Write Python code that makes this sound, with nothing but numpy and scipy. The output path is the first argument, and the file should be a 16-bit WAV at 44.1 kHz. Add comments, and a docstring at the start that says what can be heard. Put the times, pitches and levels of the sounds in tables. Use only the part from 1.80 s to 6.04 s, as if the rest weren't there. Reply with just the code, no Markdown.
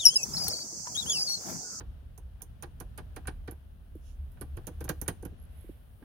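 """Fingers jab a start button again and again inside a parked car, just right of the microphone.
Each switch click is a bright metal snap (noise bursts through spring resonances), then a plastic
knock that rings the dashboard. Relays clunk dully behind the panel; the loose button ticks.
The hand swishes and rustles, and two thin squeaks are gliding tones.
Under it all lie a wavering low hum, cabin rumble and a faint hiss."""
import sys
import numpy as np
from scipy import signal
from scipy.fft import rfft, irfft
from scipy.io import wavfile

SR = 44100
rng = np.random.default_rng(int(sys.argv[2]) if len(sys.argv) > 2 else 0)


def to_wav(sig):
    """Store sig (one row per channel, or 1-D mono) as 16-bit WAV at the path in sys.argv[1].

    Samples outside -1..1 are clipped; the rate is SR.
    """
    pcm = np.clip(np.atleast_2d(sig), -1, 1) * 32767
    pcm = np.round(pcm).astype(np.int16)
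    wavfile.write(sys.argv[1], SR, pcm.T)  # frames by channels


N = 186972  # length of the scene in samples
TIME = np.arange(N) / SR  # seconds
AGE = TIME[:SR // 2]  # seconds since a short sound began

# Clicks of the switch, going in or coming out. Each row: start in seconds, relative snap level in dB,
# ping in dB against the snap, crack in dB against the snap, plunger travel in ms,
# relative knock level in dB.
CLICKS = [(0.001, -58.5, -14, -9, 6.5, -51.5), (0.377, -45.5, -12, -12.5, 1.9, -66),
          (0.619, -37, -9.5, -9.5, 1.96, -67), (0.824, -39.5, -12.5, -13, 12, -43.5),
          (1.001, -39, -5.5, -13, 7.9, -49.5), (1.1762, -40, -11, -15.5, 11, -45),
          (1.3619, -43.5, -14, -13, 4.1, -45), (1.4715, -32.5, -15, -22.5, 10, -37.5),
          (1.6757, -54.5, -15, -12, 4.85, -46.5), (1.71, -59.5, 16.5, -4, 6.1, -58.5),
          (2.6109, -37, -4, -24, 8, -48.5), (2.7689, -53.5, 1.5, -11.5, 4.76, -52),
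          (2.8691, -36, -8.5, -10.5, 8, -47.5), (3.0062, -46, -4, -11, 3.92, -49.5),
          (3.042, -43.5, -1, -8, 9, -56), (3.091, -33, -9.5, -4.5, 3.6, -33.5),
          (3.2141, -37, 4, -6.5, 2.53, -51), (3.2793, -26, -7.5, -14, 7, -34.5),
          (3.4251, -50, -19, -14, 4.05, -61), (3.451, -48.5, 4.5, -10, 2.2, -52)]
# Upper resonances of the switch spring. Each row: frequency in Hz, width in Hz, relative level in dB.
SPRING_UPPER = [(11080, 670, -0.27), (11910, 460, -1.3)]
# Top resonances of the switch spring. Each row: frequency in Hz, width in Hz, relative level in dB.
SPRING_TOP = [(13040, 3500, -0.7), (14550, 2600, -1.4)]

# A harder knock gains more clack than body: the thud grows by this many dB for each dB of knock.
TYPICAL_KNOCK_DB, THUD_SLOPE = -49, 0.55 - 0.01
# After a pause the hand jabs with more weight, and each click from this second on also trips a relay.
JABS_FROM_S = 2.4


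def undb(db):
    """Turn decibels into a gain."""
    return 10 ** (np.asarray(db) / 20)


def unit(x):
    """Scale to a total energy of 1, averaged over the channels."""
    energy = np.sum(x ** 2, axis=-1)
    return x / np.sqrt(np.mean(energy))


def fade(t60):
    """A decay that loses 60 dB in t60 seconds."""
    return np.exp(-np.log(1000) * AGE / t60)


def noise(size, width):
    """Stereo noise; width 0 is the same in both ears, 1 is unrelated."""
    mid, side = rng.standard_normal((2, size))
    return (mid + width * np.array([side, -side])) / np.hypot(1, width)


def pan(x, right_db):
    """Place a sound to the right by a level difference between the ears."""
    return x * undb([[-right_db / 2], [right_db / 2]])


def add(track, s, sound):
    """Mix a short sound into a track at second s."""
    start = max(int(s * SR), 0)
    track[:, start:start + sound.shape[-1]] += sound[..., :N - start]


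def cut(x, hz, kind, order=2):
    """Keep only what lies below ("low") or above ("high") a frequency."""
    return signal.sosfilt(signal.butter(order, hz, kind, fs=SR, output="sos"), x)


def ring(force, modes, order=1):
    """Drive a set of resonances; neighbours swing in opposite directions."""
    out = 0
    for k, (hz, width, db) in enumerate(modes):
        edges = np.clip([hz - width / 2, hz + width / 2], 10, SR / 2 - 100)
        resonance = signal.butter(order, edges, "band", fs=SR, output="sos")
        out = out + (-1) ** k * undb(db) * signal.sosfilt(resonance, force)
    return out


def wander(hz):
    """Slow chance with spread 1 and little faster than hz."""
    x = cut(rng.standard_normal(N + SR), hz, "low")[SR:]  # the filter settles in the dropped second
    return x / x.std()


def follow(curve, axis=1):
    """Gain along one dB column of a curve whose rows start with a time."""
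    columns = np.transpose(curve)
    return undb(np.interp(TIME, columns[0], columns[axis]))


def bump(middle_s, half_length_s):
    """A smooth swell and fade around a moment."""
    return np.exp(-((TIME - middle_s) / half_length_s) ** 2)


def wash(points, width):
    """Steady noise of rms 1, shaped to the given spectrum."""
    hz, db = np.transpose(points)
    bins_hz = np.arange(N // 2 + 1) * SR / N
    gain = undb(np.interp(np.log(bins_hz + 1), np.log(hz), db))
    x = irfft(rfft(noise(N, width)) * gain, N)
    return x / x.std()


def background():
    """A wavering low hum in cabin rumble, under a faint hiss whose treble swells on its own."""
    # Spectra of the rumble and the hiss. Each row: frequency in Hz, relative level in dB per Hz.
    rumble_spectrum = [(22, -20), (35, 11.5), (55, 7.5), (80, 5), (110, -1), (170, -10.5), (260, -16.5),
                       (500, -68)]
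    hiss_spectrum = [(150, 8), (400, 3.5), (650, 3), (1000, -5), (1600, -4.5), (2200, -12), (3000, -8),
                     (4500, -17), (6500, -22.5), (7700, -24.5), (9300, -12.5), (11000, -13.5), (13000, -14),
                     (16000, -15.5)]
    # Rise and fall of the rumble. Each row: time in seconds, relative level in dB.
    rumble_level = [(0.05, -47), (0.08, -44), (0.17, -50.5), (1.64, -45.5), (1.65, -53.5), (2.73, -47.5),
                    (3.37, -46), (4.15, -54)]
    # Rise and fall of the hum. Each row: time in seconds, relative level in dB.
    hum_level = [(0.05, -55), (0.11, -46), (0.14, -51), (0.94, -55), (1.76, -43.5), (1.81, -59),
                 (2.25, -44.5), (2.33, -65), (2.45, -37.5), (2.56, -57.5), (2.74, -36.5), (2.78, -55),
                 (3.0, -43.5), (4.15, -64.5)]
    # Rise and fall of the hiss. Each row: time in seconds, relative body level in dB,
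    # relative treble level in dB.
    hiss_level = [(0.1, -69.5, -82), (0.34, -72.5, -82.5), (1.42, -69, -79.5), (1.92, -73.5, -81.5),
                  (2.56, -71, -78.5), (2.98, -67.5, -76.5), (3.2, -68, -73), (3.58, -69.5, -84),
                  (4.15, -72.5, -76)]

    rumble = undb(3) * follow(rumble_level) * wash(rumble_spectrum, width=.3)

    hum_hz, drift_hz = 70.3, 1.2
    phase = 2 * np.pi * np.cumsum(hum_hz + drift_hz * wander(hz=6.6)) / SR
    waver = undb(4 * wander(hz=6.6))
    hum = undb(-1) * follow(hum_level) * waver * np.sqrt(2) * np.sin(phase)

    air = wash(hiss_spectrum, width=0.95)
    split_hz = 7700
    body, treble = cut(air, split_hz, "low", order=5), cut(air, split_hz, "high", order=5)
    body = undb(7.0) * follow(hiss_level) * body / body.std()
    treble = undb(5.5) * follow(hiss_level, axis=2) * treble / treble.std()
    return rumble + hum + pan(body, right_db=-3.1) + pan(treble, right_db=1)


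def snap(scatter_db, scatter_t60):
    """One contact: a sharp impact, brief chatter, then dense reflections from the nearby trim."""
    direct = unit(noise(len(AGE), .9) * fade(.009))
    direct[:, SR // 3000] += .5  # the impact, a third of a millisecond in
    scatter = undb(scatter_db) * unit(noise(len(AGE), 0.76) * fade(scatter_t60))
    # the button is on the right and shadowed from the left
    return pan(direct + scatter, right_db=14.5)


def spring():
    """The switch spring flips: main modes ring, upper modes ping, broad outer modes crack."""
    # Low and main resonances of the spring. Each row: frequency in Hz, width in Hz, relative level in dB.
    spring_low = [(4750, 5000, -22), (6364, 1040, 2)]
    spring_main = [(9130, 1600, -9.5), (9330, 540, 1.5), (10030, 890, -1)]

    main, upper, low, top = np.zeros((4, 2, N))
    for s, db, ping_db, crack_db, _, _ in CLICKS:
        shares_db = (21, ping_db + 25, crack_db + 25, crack_db + 23)
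        for force, share_db in zip((main, upper, low, top), shares_db):
            # every family of modes gets its own random snap
            add(force, s, undb(db + share_db) * snap(scatter_db=3.5, scatter_t60=0.062))

    out = 0
    families = [(main, spring_main), (upper, SPRING_UPPER), (low, spring_low), (top, SPRING_TOP)]
    for force, modes in families:
        bare_snap = undb(-28.5) * cut(force, 2200, "high")
        out = out + ring(force, modes, order=2) + bare_snap
    return out


def stroke(travel, rub_db, rub_t60, width):
    """The plunger rubs ever harder for travel seconds, hits its stop and rattles out."""
    # rubbing starts at 0.43 of its full force
    rise = np.interp(AGE, [0, travel], [0.43, 1])
    decay = np.exp(-np.log(1000) * np.maximum(AGE - travel, 0) / rub_t60)
    # the rattle is a string of small uneven contacts, about half a millisecond each
    contacts = np.repeat(rng.standard_normal(len(AGE)), SR // 2000)[:len(AGE)]
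    grain = undb(2.47 * contacts)
    force = undb(rub_db) * unit(noise(len(AGE), width) * rise * decay * grain)
    force[:, int(travel * SR)] += 1  # the stop
    return unit(force)


def dashboard():
    """The plunger's knock rings the panel: low modes take the blow, high ones the rattle."""
    # Three families of panel resonances. Each row: frequency in Hz, width in Hz, relative level in dB.
    dash_low = [(112, 30, 2), (172, 45, -1), (245, 55, -5), (308, 45, 1), (355, 60, -1), (479, 60, 1)]
    dash_mid = [(622, 33, -5.5), (725, 53, 1), (795, 142, -1.5), (1053, 117, -6)]
    dash_high = [(1169, 56, -0.5), (1482, 166, 1.5), (1640, 216, -0.5), (1878, 130, -4), (2325, 270, -8.5),
                 (3180, 640, -7.5), (3400, 520, -7), (4600, 1530, -16)]
    # Soft touches, mostly fingertips landing just before a press.
    # Each row: start in seconds, relative level in dB.
    soft_touches = [(0.605, -58), (1.451, -54), (2.569, -60), (2.838, -65), (3.076, -46), (3.258, -54.5),
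                    (4.222, -57.5)]

    low, mid, high = np.zeros((3, 2, N))
    low_width, high_width = .35, .85  # stereo width of the forces
    clop_slope = 0.55  # dB of middle clop for each dB of knock
    for s, _, _, _, travel_ms, knock_db in CLICKS:
        travel = travel_ms / 1000
        force_db = knock_db - TYPICAL_KNOCK_DB
        # the later, weightier jabs thud 5 dB more
        thud_db = THUD_SLOPE * force_db + 5 * (s > JABS_FROM_S)
        clop_db = clop_slope * force_db
        add(low, s, undb(thud_db + 3.5) * stroke(travel, rub_db=3.5, rub_t60=0.12, width=low_width))
        add(mid, s, undb(clop_db - 0.5) * stroke(travel, rub_db=7.5, rub_t60=0.11, width=high_width))
        add(high, s, undb(force_db - 7.0) * stroke(travel, rub_db=32, rub_t60=0.068, width=high_width))

    for s, db in soft_touches:
        touch = stroke(0.0039, rub_db=5, rub_t60=0.084, width=high_width)
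        # a soft fingertip is duller than the plunger
        pat = undb(db + 40.5) * cut(touch, 3100, "low")
        add(high, s, pat)
        add(mid, s, undb(5) * pat)

    # the finger cushions the blow, so the thud is dull
    thud = ring(cut(low, hz=440, kind="low"), dash_low)
    clop = ring(mid, dash_mid)
    clack = cut(ring(high, dash_high), 5900, "low")
    return pan(thud, right_db=3.0) + pan(clop, right_db=2.5) + pan(clack, right_db=5.5)


def relays():
    """Armatures close behind the panel, alone or tripped by a jab; only the low clunk gets through."""
    # Relays that close alone. Each row: start in seconds, relative level in dB.
    lone_relays = [(2.151, -42), (3.43, -40), (3.519, -42), (3.841, -49.5), (3.89, -41), (4.218, -44.5)]
    # Resonances of the relay box. Each row: frequency in Hz, width in Hz, relative level in dB.
    relay_box = [(150, 70, -5), (270, 60, -3), (320, 55, 0), (490, 160, -14)]

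    tripped = []
    for s, *_, knock_db in CLICKS:
        if s > JABS_FROM_S:
            tripped.append((s, -40.5 + THUD_SLOPE * (knock_db - TYPICAL_KNOCK_DB)))

    force = np.zeros((2, N))
    for s, db in list(lone_relays) + tripped:
        closing = stroke(.002, rub_db=-3, rub_t60=.05, width=.3)
        add(force, s, undb(db + 50.5) * closing)
    clunk = cut(ring(force, relay_box), hz=470, kind="low")
    return pan(cut(clunk, hz=189, kind="high"), right_db=3)


def ticks():
    """The loose button shifts in its bezel: tiny snaps ring the spring's upper and top modes."""
    # Light ticks. Each row: start in seconds, relative level in dB.
    light_ticks = [(2.154, -57.5), (2.5176, -56)]
    force = np.zeros((2, N))
    for s, db in light_ticks:
        add(force, s, undb(db + 20.5) * snap(scatter_db=1.0, scatter_t60=0.19))
    return ring(force, list(SPRING_UPPER) + list(SPRING_TOP))


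def brush():
    """Banded noise: a soft swish as the hand comes back, a rustle of the sleeve as it withdraws."""
    # bands: frequency in Hz, width in Hz, relative level in dB
    hiss = ring(noise(N, 0.87), [(3130, 1350, 0.0), (6040, 1800, 1.0), (10300, 2100, -0.5)], order=2)
    swish = undb(-69.5) * hiss / hiss.std() * bump(middle_s=2.285, half_length_s=.055)
    cloth = ring(noise(N, 0.99), [(2600, 1700, 0), (11700, 4100, 0)], order=2)
    rustle = undb(-70) * cloth / cloth.std() * bump(middle_s=3.83, half_length_s=0.15)
    return pan(swish + rustle, right_db=11.5)


def squeak():
    """Faint thin tones that rise and fall in pitch as they swell and fade."""
    # Each row: time of the highest pitch in seconds, highest pitch in Hz before jitter, relative level in dB.
    thin_squeaks = [(3.62, 11300, -72), (3.805, 11150, -70.5)]
    rise_hz = 850
    overtone_ratio, overtone_db = 1.235, -15
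    out = 0
    for s, top_hz, db in thin_squeaks:
        hz = top_hz - rise_hz * (1 - bump(s, half_length_s=.052))
        jitter_hz = 60 * wander(hz=149)
        phase = 2 * np.pi * np.cumsum(hz + jitter_hz) / SR
        # the level flutters as well
        level = undb(db + 6.3 * wander(hz=151)) * bump(s, half_length_s=.04)
        tone = np.sin(phase) + undb(overtone_db) * np.sin(overtone_ratio * phase)
        out = out + level * tone
    return pan(out, right_db=13)


def scene():
    """All sources, with the faint late ring of the cabin, whose soft seats take away the treble."""
    near = spring() + dashboard() + relays() + ticks()
    cabin = unit(noise(len(AGE), 0.85) * fade(t60=0.22))
    late = signal.fftconvolve(near.mean(axis=0)[None], cabin, axes=1)[:, :N]
    late = cut(late, hz=9000, kind="low", order=1)
    late = cut(late, hz=507, kind="high", order=1)
    return near + undb(-13.5) * late + background() + brush() + squeak()


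def record(dry):
    """The microphone drops the deepest bass and the very top."""
    without_bass = cut(dry, 27, "high")
    steep_top = signal.ellip(8, .2, 70, 15900, fs=SR, output="sos")  # low-pass at 15900 Hz
    return signal.sosfilt(steep_top, without_bass)


dry = scene()
out = record(dry)
to_wav(out)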